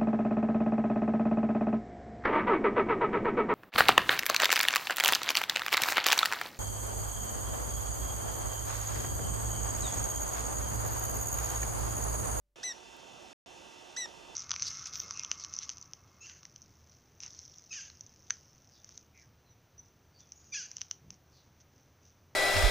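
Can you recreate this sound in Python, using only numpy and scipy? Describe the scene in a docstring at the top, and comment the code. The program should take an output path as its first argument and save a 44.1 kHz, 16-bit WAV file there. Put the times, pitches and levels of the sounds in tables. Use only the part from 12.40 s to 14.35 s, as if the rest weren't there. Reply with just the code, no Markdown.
"""In a forest, a perched hummingbird squeaks twice, close to a camera.
Each squeak is a clean harmonic tone from the syrinx that flicks up and sags; leaves scatter it back.
Beneath lies a bed of forest air, microphone hiss and thin whining tones, with three faint hoots,
a tiny tick and a dull click. The sound starts late, after a faint idle hum, and drops out once."""
import sys
import numpy as np
from scipy import signal
from scipy.fft import rfft, irfft
from scipy.io import wavfile
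from scipy.ndimage import uniform_filter1d

SR = 44100
rng = np.random.default_rng(int(sys.argv[2]) if len(sys.argv) > 2 else 0)


def to_wav(s):
    """Save 16-bit WAV."""
    ch = np.atleast_2d(s).T  # columns
    pcm = np.round(np.clip(ch, -1, 1) * 32767)  # PCM
    wavfile.write(sys.argv[1], SR, pcm.astype(np.int16))


N = 85995

# stereo balance of the background: f/Hz, left minus right/dB
BED_PAN = [(60, -3), (200, -8), (380, -9.5), (750, -10.5), (1200, -3.5), (2200, -2.5), (2700, -5),
           (3600, 0.5), (8000, 0)]
# how alike the two sides of the background are: f/Hz, correlation
BED_LIKENESS = [(60, 0.15), (1500, 0), (2900, 0.31), (3600, 0.99), (7000, .99), (15000, 1)]


def amp(db):
    """Decibels to gain."""
    return 10 ** (np.asarray(db) / 20)


def unit_rms(x):
    """Scales to rms 1."""
    return x / np.sqrt(np.mean(x ** 2) + 1e-20)


def curve(points, hz):
    """Reads a table on a log-frequency axis."""
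    f, value = np.transpose(points)
    return np.interp(np.log(hz + 1), np.log(f + 1), value)


def add(mix, start_s, sound):
    """Mixes a sound in at a time."""
    part = mix[round(start_s * SR):][:len(sound)]
    part += sound[:len(part)]


def bins():
    """Frequencies of a whole-length spectrum."""
    return np.fft.rfftfreq(N, 1 / SR)


def equalise(x, points):
    """Filters by a table of gains."""
    return irfft(rfft(x) * amp(curve(points, bins())), N)


def panned(x, points):
    """Shares each frequency between left and right at constant power."""
    ratio = amp(curve(points, bins()))
    return irfft(rfft(x) * np.array([ratio, np.ones_like(ratio)]) * np.sqrt(2 / (1 + ratio ** 2)), N)


def wander(rate_hz, size=N):
    """Smooth random modulation of about rms 1, rolling off above a rate."""
    control_hz, points = 2000, 4096
    lowpass = np.exp(-(np.fft.rfftfreq(points, 1 / control_hz) / rate_hz) ** 2)
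    slow = unit_rms(irfft(rfft(rng.standard_normal(points)) * lowpass))
    return np.interp(np.arange(size) * control_hz / SR, np.arange(points), slow)


def idle_hum():
    """Two faint steady tones over a bass-heavy noise floor."""
    tones = [(48.4, -80), (581.4, -95.5)]  # hum tones: f/Hz, level/dB
    floor_eq = [(20, -8.5), (48, 0.5), (80, -15.5), (250, -22), (700, -30), (2000, -37.5), (8000, -39.5),
                (15000, -41)]  # colour of the noise floor: f/Hz, relative level/dB
    width = [(60, -25), (200, -10), (700, -13), (2000, -1), (4400, -13)]  # its stereo width: f/Hz, side minus mid/dB
    t = np.arange(N) / SR
    hum = sum(amp(db) * np.sqrt(2) * np.sin(2 * np.pi * hz * t) for hz, db in tones)
    mid, side = amp(-83) * unit_rms(equalise(rng.standard_normal((2, N)), floor_eq))
    return hum + mid + equalise(np.array([side, -side]), width)


def hiss():
    """Forest air and microphone hiss, diffuse and slowly swelling in the bass, centred in the treble."""
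    hiss_eq = [(20, -18.5), (35, -10), (50, -1.5), (75, -5), (130, -4.5), (330, 0.5), (520, 0.5),
               (750, 2.5), (1050, -4), (1500, -7), (2150, -13), (2700, -8), (3800, -15), (5000, -13.5),
               (6500, -12.5), (7600, -18.5), (9500, -27.5), (11200, -30.5), (13000, -33.5), (15500, -46.5)]  # colour of the air and hiss: f/Hz, relative level/dB
    air_swell = [(.16, -0.5), (.35, -0.5), (.6, -1.5), (.75, 2), (.93, -0.5), (1.1, 1.5), (1.4, -2.3),
                 (1.6, -0.5), (1.9, 2)]  # rise and fall of the low forest air: t/s, level/dB
    air_top_hz, patch_db = 900, 1
    left, other = rfft(rng.standard_normal((2, N))) * amp(curve(hiss_eq, bins()))
    likeness = curve(BED_LIKENESS, bins())
    right = likeness * left + np.sqrt(1 - likeness ** 2) * other
    noise = unit_rms(panned(irfft([left, right], N), BED_PAN))
    hz, t, spectra = signal.stft(noise, SR, nperseg=512, noverlap=384)
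    # slightly louder and softer patches, smooth across frequency and time
    patches = uniform_filter1d(rng.standard_normal(spectra.shape[1:]), size=4, axis=0)
    patches = unit_rms(uniform_filter1d(patches, size=14, axis=1))
    swell_db = np.outer(1 / (1 + (hz / air_top_hz) ** 4), np.interp(t, *np.transpose(air_swell)))
    _, bed = signal.istft(spectra * amp(patch_db * patches + swell_db), nperseg=512, noverlap=384)
    return amp(-54) * unit_rms(bed[:, :N])


def whine():
    """Many thin, slightly wavering tones, probably the camera's own mechanism."""
    tones = [(360, -66), (658, -76), (897, -69.5), (921, -64.5), (1140, -76), (1590, -75.5), (1745, -81.5),
             (1988, -74), (2460, -75), (2535, -76.5), (2622, -70), (2682, -66), (2908, -69), (3011, -73.5),
             (3129, -76.5), (3204, -70), (3497, -69), (3576, -69), (3994, -77.5), (4118, -83.5),
             (4222, -76.5), (4667, -79), (5238, -82.5), (5336, -71), (5388, -78.5), (5561, -79),
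             (6008, -72.5), (6282, -76.5), (6508, -77.5), (6568, -78), (6675, -77.5), (6901, -84),
             (7127, -82), (7348, -82), (8500, -81.5), (9959, -93), (11057, -84.5), (11125, -89)]  # thin tones in the hiss: f/Hz, level/dB
    waver_hz, shimmer_db, rate_hz = 3.85, 1.74, 24.8
    out = np.zeros((2, N))
    for hz, db in tones:
        phase = 2 * np.pi * (np.cumsum(hz + waver_hz * wander(rate_hz)) / SR + rng.random())
        lead = np.arccos(curve(BED_LIKENESS, hz))  # as wide as the hiss around it
        out += amp(db + shimmer_db * wander(rate_hz)) * np.sin([phase + lead, phase])
    return np.sqrt(2) * panned(out, BED_PAN)


def squeak(length, level_db, top_hz, sag_hz, fade_db, bright_db, dulling_db):
    """The syrinx sweeps its harmonics through the throat: weaker, duller and rougher as the pitch sags."""
    harmonics = [0, -0.5, 1, -2.5, -9, -13.5, -21]  # the syrinx's harmonics, first to seventh: level/dB
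    throat = [(1400, -10), (2000, -8.5), (3000, -19), (3900, -7), (4600, -9.5), (5400, -5), (6050, -2.5),
              (7000, -10), (8000, -12), (10000, -19), (12000, -20), (14200, -22.5)]  # resonances of throat and bill: f/Hz, gain/dB
    flick_hz, flick_s, drop_hz, drop_s = 617.5, 0.0062, 110, 0.0029
    attack_s, release_s = 0.0024, 0.00099
    t = np.arange(0, length, 1 / SR)
    sag = (t / length) ** 2.1  # 0 to 1, speeding up
    roughness = 0.7 + 0.6 * sag
    flick = flick_hz * np.exp(-(t / flick_s) ** 1.53)  # the pitch starts low and flicks up
    drop = drop_hz * np.exp((t - length) / drop_s)  # and collapses at the very end
    hz = top_hz - flick - sag_hz * sag - drop
    jitter = 0.0059 * roughness * wander(rate_hz=450, size=len(t))
    phase = 2 * np.pi * np.cumsum(hz * (1 + jitter)) / SR
    tone = 0
    for k, db in enumerate(harmonics, 1):
        flutter_db = 1.16 * roughness * np.sqrt(k / 2) * wander(rate_hz=127, size=len(t))
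        tilt_db = (bright_db + dulling_db * sag) * (k - 2.5)
        tone += amp(db + curve(throat, k * hz) + tilt_db + flutter_db) * np.sin(k * phase)
    envelope = np.minimum(t / attack_s, 1) * np.minimum((length - t) / release_s, 1)
    return np.sqrt(2) * tone * envelope * amp(level_db + fade_db * sag ** 2)


def forest_echo(call):
    """A few leaves reflect the call at once; the foliage all around adds a short faint tail."""
    leaves = [(.0046, -16.5), (0.0102, -23), (.021, -27)]  # early reflections off nearby leaves: delay/s, level/dB
    foliage_eq = [(2000, 1), (4000, -2.5), (5800, 1.5), (8000, -1), (12000, 4.5)]  # colour of the scattered sound: f/Hz, gain/dB
    tail_db, t60_s, build_s, width = -15.5, 0.27, 0.0069, 0.22
    scattered = equalise(call, foliage_eq)
    t = np.arange(SR // 2) / SR
    mid, side = rng.standard_normal((2, len(t))) * amp(-60 * t / t60_s) * np.minimum(t / build_s, 1)
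    tails = np.array([mid + width * side, mid - width * side]) / np.linalg.norm(mid)
    early = np.zeros(N)
    for delay, db in leaves:
        add(early, delay, amp(db) * scattered)
    return early + amp(tail_db) * signal.fftconvolve(scattered[None], tails, axes=1)[:, :N]


def hummingbird():
    """Both squeaks with their echoes, reaching the two microphones slightly out of step."""
    # the calls: t/s, length/s, level before the throat/dB, top pitch/Hz, sag/Hz, fade/dB,
    # brightness/dB per harmonic, dulling at the end/dB per harmonic
    squeaks = [(0.2297, 0.098, -36.5, 2032, 225.5, -7.5, 0.2, -2.2),
               (1.5629, 0.098, -36, 2022, 220, -5.5, -0.33, -1.4)]
    left_lead = [(1400, 1.8), (2100, 1.25), (2900, 0.38), (3500, .08), (6000, 0.09), (15000, 0.13)]  # phase lead of the left microphone: f/Hz, lead/rad
    balance = [(2000, -7), (3900, 0.5), (5900, 1.3), (10000, 1)]  # stereo balance of the bird: f/Hz, left minus right/dB
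    calls = np.zeros(N)
    for start, *voice in squeaks:
        add(calls, start, squeak(*voice))
    phase_shift = np.exp(0.5j * np.outer([1, -1], curve(left_lead, bins())))
    stereo = irfft(rfft(calls + forest_echo(calls)) * phase_shift, N)
    return panned(stereo, balance)


def hoots():
    """Soft, nearly pure notes that barely rise out of the hiss."""
    notes = [(.235, 0.081, 735.4, -58), (.835, 0.04, 749, -52), (1.074, 0.031, 749, -53.5)]  # short background hoots: t/s, length/s, f/Hz, level/dB
    out = np.zeros(N)
    for start, length, hz, db in notes:
        t = np.arange(0, length, 1 / SR)
        add(out, start, amp(db) * np.sin(np.pi * t / length) * np.sin(2 * np.pi * hz * t))
    return panned(out, BED_PAN)


def tick():
    """One tiny bright tick of high-passed noise."""
    start_s, decay_s, low_cut_hz = 0.5678, 0.0007, 11000
    t, out = np.arange(SR // 100) / SR, np.zeros(N)
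    add(out, start_s, amp(-50.5) * rng.standard_normal(len(t)) * np.exp(-t / decay_s))
    return signal.lfilter(*signal.butter(2, low_cut_hz, "high", fs=SR), out)


def click():
    """A soft dull click, perhaps the bill or the perch."""
    body_eq = [(100, -20), (400, -3), (900, 4), (1600, -5), (3000, -16), (8000, -42)]  # colour of the click: f/Hz, relative level/dB
    start_s, attack_s, decay_s = 1.6575, 0.00091, 0.0056
    t, out = np.arange(SR // 20) / SR, np.zeros(N)
    burst = unit_rms(equalise(rng.standard_normal(N), body_eq))[:len(t)]
    envelope = np.minimum(t / attack_s, 1) * np.exp(-t / decay_s)
    add(out, start_s, amp(-45) * burst * envelope)
    return panned(out, BED_PAN)


def scene():
    """The bird over the background bed and its small sounds."""
    return hummingbird() + hiss() + whine() + tick() + click() + hoots()


def record(dry):
    """Idle hum gives way to the scene, which cuts out once; a steep low-pass trims the top."""
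    on_spans = [(0.1583, .931), (1.0606, 2)]  # stretches in which the sound is on: from/s, to/s
    t = np.arange(N) / SR
    gate = sum((t >= on) & (t < off) for on, off in on_spans)
    gated = dry * gate + idle_hum() * (t < on_spans[0][0])
    lowpass = signal.firwin(511, cutoff=15800, window=("kaiser", 9), fs=SR)
    return signal.oaconvolve(gated, lowpass[None], "same")


dry = scene()
out = record(dry)
to_wav(out)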